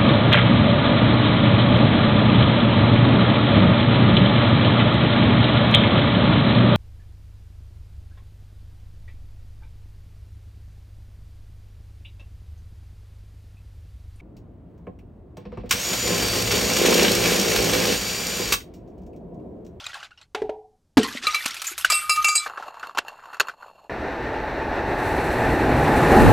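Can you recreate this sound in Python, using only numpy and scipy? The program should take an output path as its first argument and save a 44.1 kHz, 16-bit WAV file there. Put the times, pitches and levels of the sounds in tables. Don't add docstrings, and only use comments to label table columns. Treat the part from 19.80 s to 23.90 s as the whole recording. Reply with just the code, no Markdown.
import sys
import numpy as np
from scipy import signal
from scipy.fft import rfft, irfft
from scipy.io import wavfile
from scipy.ndimage import uniform_filter1d

SR = 44100
rng = np.random.default_rng(int(sys.argv[2]) if len(sys.argv) > 2 else 0)


def master_out(mix):
    frames = np.transpose(np.atleast_2d(mix))
    ceiling = np.clip(frames, -1, 1)
    pcm = np.round(ceiling * 32767).astype(np.int16)
    wavfile.write(sys.argv[1], SR, pcm)


N = 180633

# start_s, peak_db, pitch_hz, t60_s, crack_db (relative to the peak)
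SPLINTERS = [(0.0418, -29, 3270, 0.062, -10), (0.064, -21.5, 3880, 0.017, -7.5),
             (0.0914, -37.5, 1404, 0.071, -2), (0.1308, -27.5, 1630, 0.16, -30),
             (0.1431, -30, 4260, 0.031, -2), (0.1544, -35.5, 825, 0.22, -6), (0.1994, -39, 1282, 0.18, -17),
             (0.2289, -26.5, 1518, 0.1, -23), (0.2455, -33, 3600, 0.045, -20),
             (0.307, -40.5, 1450, 0.079, -23), (0.376, -41, 2860, 0.071, -26),
             (0.414, -38.5, 3940, 0.054, -22), (1.2313, -17.5, 3010, 0.044, 0.5),
             (1.2424, -20, 1057, 0.18, -24), (1.282, -24, 1730, 0.061, -17),
             (1.3602, -28, 1980, 0.041, -14), (1.3725, -20, 2044, 0.032, -26),
             (1.4248, -30, 1777, 0.22, -27), (1.4361, -24, 3500, 0.031, -23.5),
             (1.545, -20, 5990, 0.07, -11), (1.6558, -16, 2574, 0.04, -1), (1.6594, -15.5, 1146, 0.018, 4),
             (1.6785, -28, 6020, 0.049, 6), (1.7075, -21, 3570, 0.018, -5), (1.7434, -24, 1846, 0.036, 4),
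             (1.7673, -25.5, 2470, 0.072, 1), (1.8178, -28, 1270, 0.03, 13), (1.8416, -31, 2570, 0.15, 11),
             (1.8704, -20.5, 7095, 0.047, 3.5), (1.979, -28, 1300, 0.045, 14.5),
             (1.9975, -31.5, 1113, 0.033, 6), (2.0098, -24, 2780, 0.082, 1),
             (2.0463, -2.5, 1520, 0.036, -8), (2.3594, -29.5, 1220, 0.074, 13.5),
             (2.425, -24, 6220, 0.05, -7.5)]


def amp(db):
    return 10 ** (np.asarray(db) / 20)


def evened(x):
    return x / np.sqrt(np.mean(x ** 2) + 1e-20)


def peaked(x):
    return x / (abs(x).max() + 1e-20)


def add(mix, s, sound):
    part = mix[round(s * SR):][:len(sound)]
    part += sound[:len(part)]


def ring(modes, size=8000):
    hz, db, t60 = np.transpose(modes)[:, :, None]
    t = np.arange(size) / SR
    decay = amp(db - 60 * t / t60)
    onset = np.minimum(hz * t * 0.89, 1)
    return (decay * np.sin(2 * np.pi * hz * t) * onset).sum(0)


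def puff(t60, size=4000, rise=0.00079):
    t = np.arange(size) / SR
    return rng.standard_normal(size) * amp(-60 * t / t60) * np.minimum(t / rise, 1)


def colour(x, points):
    f, db = np.transpose(points)
    bins_hz = np.fft.rfftfreq(len(x), 1 / SR)
    gain = amp(np.interp(np.log(bins_hz + 1), np.log(f + 1), db))
    return irfft(rfft(x) * gain, len(x))


def band(x, lo_hz, hi_hz):
    return signal.sosfilt(signal.butter(2, [lo_hz, hi_hz], "bandpass", fs=SR, output="sos"), x)


def highpass(x, hz):
    return signal.sosfilt(signal.butter(1, hz, "highpass", fs=SR, output="sos"), x)


def follow(rows):
    s, *columns = np.transpose(rows)
    t = np.arange(N) / SR
    return [amp(np.interp(t, s, c, -120, -120)) for c in columns]


def dying(s, db, t60, rise):
    t = np.maximum(np.arange(N) / SR - s, 0)
    return amp(db - 60 * t / t60) * np.minimum(t / rise, 1)


def clicks(per_s, spread_db):
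    sizes = amp(spread_db * np.minimum(rng.exponential(1, N), 5))
    return sizes * (rng.random(N) < per_s / SR) * rng.choice([-1, 1], N)


def flutter(size, span):
    noise = rng.standard_normal(size + span)
    return evened(uniform_filter1d(uniform_filter1d(noise, span), span))[:size]


def bounces():
    # start_s, main_peak_db, upper_peak_db, crack_peak_db, thud_db, thud_hz,
    # thud_t60_s, damping_factor (divides t60 of the main tones)
    falls = [(0.547, -26, -30, -18, -24.5, 388, 0.071, 0.76),
             (0.618, -19, -30.5, -30, -27.5, 395, 0.26, 1.4), (.693, -25, -32, -32, -10.5, 606, 0.022, 1.7)]
    # pitch_hz, relative_db, t60_s (before damping)
    main_modes = [(430.5, -2.5, 0.64), (405, -3, 0.16), (325, -21, 0.58)]
    # pitch_hz, relative_db, t60_s
    upper_modes = [(542, -8.5, 0.35), (650, -9.5, 0.25), (650, -9, .3), (704, -11.5, 0.36),
                   (750, -0.5, 0.6), (752, -7.5, 0.37), (807, -8.5, 0.72), (846, 1.5, 0.21),
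                   (937, -2.5, 0.33)]
    out = np.zeros(N)
    stops = [row[0] for row in falls[1:]] + [1.0]
    for (s, main_db, upper_db, crack_db, thud_db, hz, thud_t60, damping), stop in zip(falls, stops):
        size = int((stop - s) * SR) + 300
        fade = np.clip((size - np.arange(size)) / (0.3 * size), 0, 1)
        main = peaked(ring([(f, db, t60 / damping) for f, db, t60 in main_modes], size=size))
        rough_main = main * (1 + 0.35 * flutter(size, span=600))
        upper = sum(ring([mode], size=size) * (0.94 + flutter(size, span=400)) for mode in upper_modes)
        add(out, s, fade * (amp(main_db) * rough_main + amp(upper_db) * peaked(upper)))
        add(out, s, amp(thud_db) * ring([(hz, 0, thud_t60), (hz * 0.68, -12, thud_t60)]))
        crack = puff(0.041, size=9000, rise=0.0031)
        crack += 0.087 * puff(0.28, size=9000, rise=0.0062)
        add(out, s, amp(crack_db) * peaked(band(crack, 610, 3000)))
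    return out


def burst():
    # pitch_hz, relative_db, t60_s
    half_modes = [(436, 4.5, 0.17), (525.4, -3.5, 0.083), (680, 4.5, 0.076), (706, -2, .06),
                  (319, -4, 0.17)]
    pop_s, hold_s = 1.1704, 0.0236
    pop_db, sag_db, tail_db, tail_t60_s = -1, -6.5, -16, 0.11
    from_hz, to_hz, sink_s = 325, 188.3, 0.0201
    halves_db, crack_peak_db, clip_level = -7.5, -10, 0.4
    t, out = np.arange(8000) / SR, np.zeros(N)
    pitch_hz = to_hz + (from_hz - to_hz) * np.exp(-t / sink_s)
    turns = np.cumsum(pitch_hz) / SR
    full = amp(pop_db + sag_db * t / hold_s) * np.clip((hold_s - t) / 0.0013, 0, 1)
    tail = amp(tail_db - 60 * (t - hold_s) / tail_t60_s)
    add(out, pop_s, -np.maximum(full, tail) * np.sin(2 * np.pi * turns))
    halves = sum(ring([mode], size=12000) * (1.04 + flutter(12000, span=300)) for mode in half_modes)
    add(out, pop_s + 0.00605, amp(halves_db) * peaked(halves))
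    out = np.clip(out, -clip_level, clip_level)
    add(out, pop_s, amp(crack_peak_db) * peaked(band(puff(.1, size=8000), 510, 3700)))
    return highpass(out, 60)


def scatter():
    # frequency_hz, relative_db
    spray = [(120, -59.5), (200, -29.5), (353, -3), (440, -26), (696, -9.5), (933, -14), (1320, -5.5),
             (1710, -9), (2650, -5.5), (5420, -5), (6880, -1.5), (12600, 4), (16000, -41.5)]
    t = np.arange(3000) / SR
    grains = 1.4 * rng.standard_normal(N)
    grains += 1.2 * evened(clicks(900, spread_db=3.0))
    for hz in np.geomspace(400, 9000, num=30):
        turns = hz * t * (1 + 2.6 * t)
        grain = np.sin(2 * np.pi * turns) * np.exp(-turns / rng.uniform(3.9, 14))
        grain *= 1 - np.exp(-turns / 0.28)
        grains += 0.39 * evened(signal.oaconvolve(clicks(60 + hz / 15, spread_db=4.5), grain)[:N])
        chip = ring([(hz * rng.uniform(0.94, 1.05), 0, .09)], size=3000)
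        grains += 0.18 * evened(signal.oaconvolve(clicks(18, spread_db=5.5), chip)[:N])
    grains = colour(grains, spray)
    early = np.arange(N) < .5 * SR
    grains = np.where(early, evened(band(grains, 600, 6500)), evened(grains))
    mid = evened(band(grains, 1010, 4800))
    top = evened(band(grains, 7900, 21800))
    low = evened(band(grains, 250, 1580))
    return spill(mid, top, low)


def spill(mid, top, low):
    # start_s, level_db, treble_db (relative to the middle band)
    courses = [
        [(0.0, -43, -6), (0.05, -49.5, -10), (0.12, -49.5, -9), (0.26, -52.5, -10), (0.28, -70, -12),
         (0.35, -77.5, -11), (0.42, -58, -8), (0.47, -83.5, -7)],
        [(1.175, -23.5, -6.5), (1.21, -34.5, -21), (1.245, -31, -21), (1.28, -37.5, -8.5), (1.37, -35, -15.5),
         (1.41, -48.5, -15), (1.44, -29, -22), (1.62, -34, -6.5), (1.7, -37, -15), (1.86, -39.5, -8.5),
         (1.92, -36, -2), (1.965, -46.5, -17), (1.985, -43.5, 8.5), (2.085, -42, -22), (2.11, -27, -2.5),
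         (2.28, -43, -2.5), (2.42, -37.5, -7.5), (2.54, -42, -7), (2.68, -38.5, -11)],
    ]
    low_shares_db = -3.5, -14.5
    shower_db, shower_t60_s, shower_rise_s = -17, 0.091, 0.0033
    showers = sum(dying(s, db + shower_db, shower_t60_s, shower_rise_s) for s, db, *_ in SPLINTERS)
    out = np.zeros(N)
    for rows, low_db in zip(courses, low_shares_db):
        level, treble = follow(rows)
        inside = treble > 1e-5
        out += (level + showers * inside) * (mid + treble * top + amp(low_db) * low)
    return out


def splinters():
    # start_s, level_db, pitch_hz, t60_s
    lumps = [(1.349, -23, 237, 0.067), (1.468, -27.5, 500, 0.031), (1.657, -17.5, 242, 0.023),
             (1.914, -35.5, 356, 0.047)]
    # start_s, rise_s, t60_s, peak_db, centre_hz, width_hz
    skids = [(1.867, 0.0017, 0.14, -18, 6880, 1210), (2.1, 0.0057, 0.24, -17, 7560, 1500),
             (2.131, 0.043, 0.18, -13, 8280, 800), (2.31, .025, 0.14, -29.5, 8100, 1196),
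             (2.459, 0.017, 0.41, -16.5, 7100, 1800), (2.549, 0.027, 0.12, -10, 8060, 1100)]
    out = np.zeros(N)
    for s, db, hz, t60, crack_db in SPLINTERS:
        tone = ring([(hz, 0, t60), (hz * 1.9, -8, t60 * 1.1)], size=4000)
        tone = tone * (1.0 + flutter(4000, span=90))
        add(out, s, amp(db) * peaked(tone))
        spikes = amp(5.7 * rng.exponential(1, 4000).clip(0, 4))
        crack = band(puff(1.5 * t60) * spikes, 1100, 10000)
        add(out, s, amp(db + crack_db) * peaked(crack))
    for s, db, hz, t60 in lumps:
        add(out, s, amp(db) * ring([(hz, 0, t60), (hz * 2.4, -6, t60 * 0.44)]))
    for s, rise, t60, db, hz, width_hz in skids:
        edge = hz - width_hz / 2, hz + width_hz / 2
        skid = band(band(puff(t60, size=9000, rise=rise), *edge), *edge)
        add(out, s, amp(db) * peaked(skid))
    return out


def base():
    # start_s, crack_peak_db, group_1_db to group_6_db, damping_factor (divides t60)
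    blows = [(1.4677, -16.5, -20, -17.5, -24, -14.5, -21.5, -44, 4.65),
             (1.544, -19.5, -19, -14.5, -25.5, -23, -24, -47, 2.4),
             (1.554, -23.5, -32, -24, -31.5, -25, -32, -52, 2.05),
             (2.0995, -13, -12, -15, -19.5, -30, -14.5, -22, 3.1),
             (2.1192, -13.5, -25.5, -31, -18, -34.5, -17.5, -34.5, 0.91),
             (2.2938, -12.5, -18.5, -26, -18.5, -25, -15.5, -22.5, 0.9),
             (2.4432, -12.5, -20, -16.5, -11.5, -41.5, -20.5, -24, 1.6),
             (2.4813, -16, -28, -27, -25.5, -35.5, -17, -29.5, 0.82),
             (2.5524, -19.5, -34.5, -28, -28, -28.5, -19.5, -21.5, 1.26),
             (2.577, -28, -37.5, -31, -46.5, -25, -20.5, -38, 1.17)]
    # pitch_hz, relative_db (added to the group's), t60_s (before damping)
    base_modes = [(1235.6, 0, 1), (2325, 3.5, 0.41), (2709, -0.5, 0.3), (4014, 3.5, 0.15), (4756, -2, 0.17),
                  (5150, -8, 0.16), (6650, -6, 0.23), (6790, 3.5, 0.089), (7510, -7.5, .2),
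                  (7500, -7, 0.06), (8280, -4, 0.14), (7920, -1.5, 0.082), (10170, -15, 0.61),
                  (10700, -7, 0.19), (11500, -18.5, .1), (12350, -14.5, 0.3)]
    groups = [0, 1, 2, 3, 4, 4] + [5] * 10
    parts, cracks = np.zeros((6, N)), np.zeros(N)
    stops = [row[0] for row in blows[1:]] + [9]
    for (s, crack_db, *group_db, damping), stop in zip(blows, stops):
        size = int(min(stop - s, .3) * SR) + 100
        for (hz, db, t60), group in zip(base_modes, groups):
            tone = ring([(hz, db + group_db[group], t60 / damping)], size=size)
            depth_db = 2.5 + hz / 2200
            turning = amp(depth_db * np.clip(flutter(size, span=500), -2, 1))
            add(parts[group], s, tone * turning * signal.windows.tukey(size, 240 / size))
        add(cracks, s, amp(crack_db) * peaked(band(puff(0.067, rise=0.0046), 600, 9400)))
    first, second = tumble()
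    return first * parts[0] + second * (parts[1] + parts[2]) + parts[3:].sum(0) + cracks


def tumble():
    # start_s, swell_db (of the swell that follows)
    edge_on = [(1.44, 3), (1.529, -6), (1.6, -19), (2.04, -3.5), (2.117, -1), (2.2, 2.5), (2.354, 6.5),
               (2.434, 7.5), (2.577, 7)]
    stops_s, edge_leak, swell_shape = 2.68, 0.25, 0.95
    side_depth, side_peak = 0.15, 0.42
    s, db = np.transpose(edge_on)
    t = np.arange(N) / SR
    half_turns = np.interp(t, [*s, stops_s], np.arange(len(s) + 1) - 1e-9) + 1e-9 * (t < stops_s)
    sounding = np.clip((stops_s - t) / .012, 0, 1)
    swell = abs(np.sin(np.pi * half_turns)) ** swell_shape
    face = amp(db)[half_turns.astype(int)] * swell + edge_leak
    side = 1 + side_depth * np.cos(2 * np.pi * (half_turns - side_peak))
    return face * sounding, side * sounding


def jar_body(hz):
    # pitch_factor, relative_db, t60_s
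    body_modes = [(0.98, 23, 0.0096), (0.39, -5, 0.022), (2.1, -9.5, 0.026), (.38, -16.5, 0.053)]
    return ring([(factor * hz, db, t60) for factor, db, t60 in body_modes], size=2500)


def jars():
    # start_s, level_db (before the clumping of the grit), pitch_hz
    roll = [(2.66, -33, 1250), (2.76, -47, 1120), (2.885, -41, 970), (2.93, -51.5, 1030),
            (3.045, -44, 1246), (3.09, -45.5, 964), (3.14, -57, 1110), (3.23, -52.5, 1080),
            (3.285, -42, 1010), (3.335, -52.5, 920), (3.384, -50.5, 1210), (3.48, -47.5, 1080),
            (3.54, -44.5, 1320), (3.59, -57, 1130), (3.65, -44.5, 1250), (3.7, -44, 1350),
            (3.769, -62, 960), (3.816, -48, 1010), (3.97, -56, 783), (4.046, -55, 710), (4.096, -64.5, 800)]
    # pitch_hz, relative_db, t60_s
    wall_modes = [(2725, 7.5, 0.029), (3440, -35, 0.011), (4340, 3.5, 0.02), (4960, -13, 0.00985),
                  (6970, 5.5, 0.0069), (8700, 1, 0.0041), (12630, 0.5, 0.0051)]
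    # start_s, body_peak_db, pitch_hz, bright_db (relative), rattle_t60_s
    bumps = [(2.662, -18, 1265, -22, 0.041), (2.697, -24, 1360, -13, 0.0056),
             (2.735, -31.5, 1240, -26, 0.0093), (2.773, -22, 1280, -40, 0.045),
             (2.797, -27.5, 860, -27, 0.061), (2.824, -26, 1264, -17, 0.062), (2.88, -30, 910, -10.5, 0.02),
             (2.941, -32.5, 1150, -12.5, 0.1), (2.995, -35, 1150, -0.5, 0.062),
             (3.028, -22, 1376, -24, 0.059), (3.037, -33, 790, -24.5, 0.048), (3.069, -28, 1110, -6, 0.015),
             (3.094, -26, 1120, -25, 0.01), (3.109, -34, 1060, -35, 0.017),
             (3.148, -27.5, 1040, -11, 0.078), (3.173, -13, 1045, -22, 0.015),
             (3.181, -15.5, 1384, -2, 0.031), (3.185, -8, 1520, -9.5, 0.011), (3.248, -36, 800, -8, 0.016),
             (3.281, -29, 1650, 2, 0.051), (3.327, -36.5, 890, -11, 0.028), (3.393, -37, 1500, -30, 0.019),
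             (3.436, -34.5, 1184, -25, 0.019), (3.455, -34.5, 990, -9, 0.025),
             (3.53, -30.5, 1310, -10, 0.069), (3.542, -29, 1520, -5, 0.043), (3.567, -34, 1135, -10, 0.033),
             (3.598, -9.5, 1620, -2, 0.024), (3.603, -9.5, 1500, 0.5, 0.016),
             (3.61, -14.5, 1120, 0.5, 0.015), (3.67, -33, 1010, -3, 0.034),
             (3.683, -19, 1377, -12.5, 0.032), (3.694, -23.5, 1480, -15, 0.024),
             (3.823, -35, 1526, -19, 0.016)]
    # pitch_hz, level_db (relative to the bump), t60_s
    step_modes = [(59, -24.5, 0.062), (194, -26, 0.038), (395, -21, 0.046)]
    bright_share_db, quiet_brighter = -11.5, 0.16
    clump_depth_db = 2.5
    ridge_crack_db, drop_crack_db, drop_from_db = -13.5, -4, -12
    wall = ring(wall_modes, size=2000)
    grit = clicks(1600, spread_db=2.5) + 0.21 * rng.standard_normal(N)
    pitches = np.geomspace(600, 1700, num=8)
    rumbles = [evened(signal.oaconvolve(clicks(350, spread_db=4.0), jar_body(hz))[:N]) for hz in pitches]
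    wall_hiss = evened(signal.oaconvolve(grit, wall)[:N])
    grit_hiss = evened(band(band(grit, 2200, 6600), 2200, 5900))
    sizzle = evened(wall_hiss + 0.25 * grit_hiss)
    s, db, hz = np.transpose(roll)
    level, bright = follow(np.transpose([s, db, bright_share_db - quiet_brighter * (db + 46)]))
    pitch_now = np.interp(np.arange(N) / SR, s, hz)
    near = np.exp(-(np.log(pitch_now / pitches[:, None]) / 0.51) ** 2)
    rumble = (near * rumbles).sum(0) / np.sqrt((near ** 2).sum(0) + 1e-9)
    clumps_db = clump_depth_db * flutter(N, span=350)
    out = level * (amp(clumps_db) * rumble + amp(0.75 * clumps_db) * bright * sizzle)
    for s, db, hz, bright_db, rattle_t60 in bumps:
        taps = puff(rattle_t60, size=2500, rise=0.0011) * (rng.random(2500) < .15)
        dull = peaked(signal.oaconvolve(taps, jar_body(hz))[:4000])
        sharp = peaked(signal.oaconvolve(taps, wall)[:4000])
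        crack = peaked(band(band(puff(rattle_t60 * 3.35), 430, 3850), 180, 11100))
        crack_db = np.interp(db, [drop_from_db - 2.5, drop_from_db], [ridge_crack_db, drop_crack_db])
        add(out, s, amp(db) * (dull + amp(bright_db) * sharp + amp(crack_db) * crack))
        add(out, s, amp(db) * ring(step_modes))
    return out


def echo(x):
    # frequency_hz, t60_s
    wall_decay = [(200, 0.47), (1000, 0.14), (4000, 0.093), (12000, 0.025)]
    hz, t, z = signal.stft(rng.standard_normal(SR // 2), SR, nperseg=256)
    f, t60 = np.transpose(wall_decay)
    decay = amp(-60 * t / np.interp(hz, f, t60)[:, None])
    tail = signal.istft(z * decay, SR, nperseg=256)[1]
    return signal.oaconvolve(x, tail / np.linalg.norm(tail))[:N]


def air():
    # frequency_hz, relative_db
    hush_spectrum = [(20, -9.5), (120, -15.5), (240, -18), (700, -27.5), (2000, -42), (6000, -39),
                     (12000, -46.5), (16000, -62.5)]
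    # start_s, level_db
    swells = [(0.0, -62), (0.5, -66.5), (0.66, -43), (0.8, -68), (1.1, -72), (1.3, -59), (1.72, -63),
              (1.9, -66.5), (2.3, -55), (2.8, -78.5), (4.09, -86.5)]
    hush = amp(-70) * evened(colour(rng.standard_normal(N), hush_spectrum))
    rumble = band(band(rng.standard_normal(N), 22, 110), 25, 190)
    lumpy = rumble * amp(3. * flutter(N, span=2500))
    return hush + follow(swells)[0] * evened(lumpy)


def scene():
    hits = scatter() + splinters() + bounces() + base() + jars()
    hits = highpass(hits, 150)
    hits = hits + burst()
    mono = hits + amp(-22.5) * echo(hits) + air()
    return np.array([mono, mono])


def record(dry):
    lowpass = signal.firwin(511, 16700, window=("kaiser", 9), fs=SR)
    return signal.oaconvolve(dry, lowpass[None], "same")


dry = scene()
out = record(dry)
master_out(out)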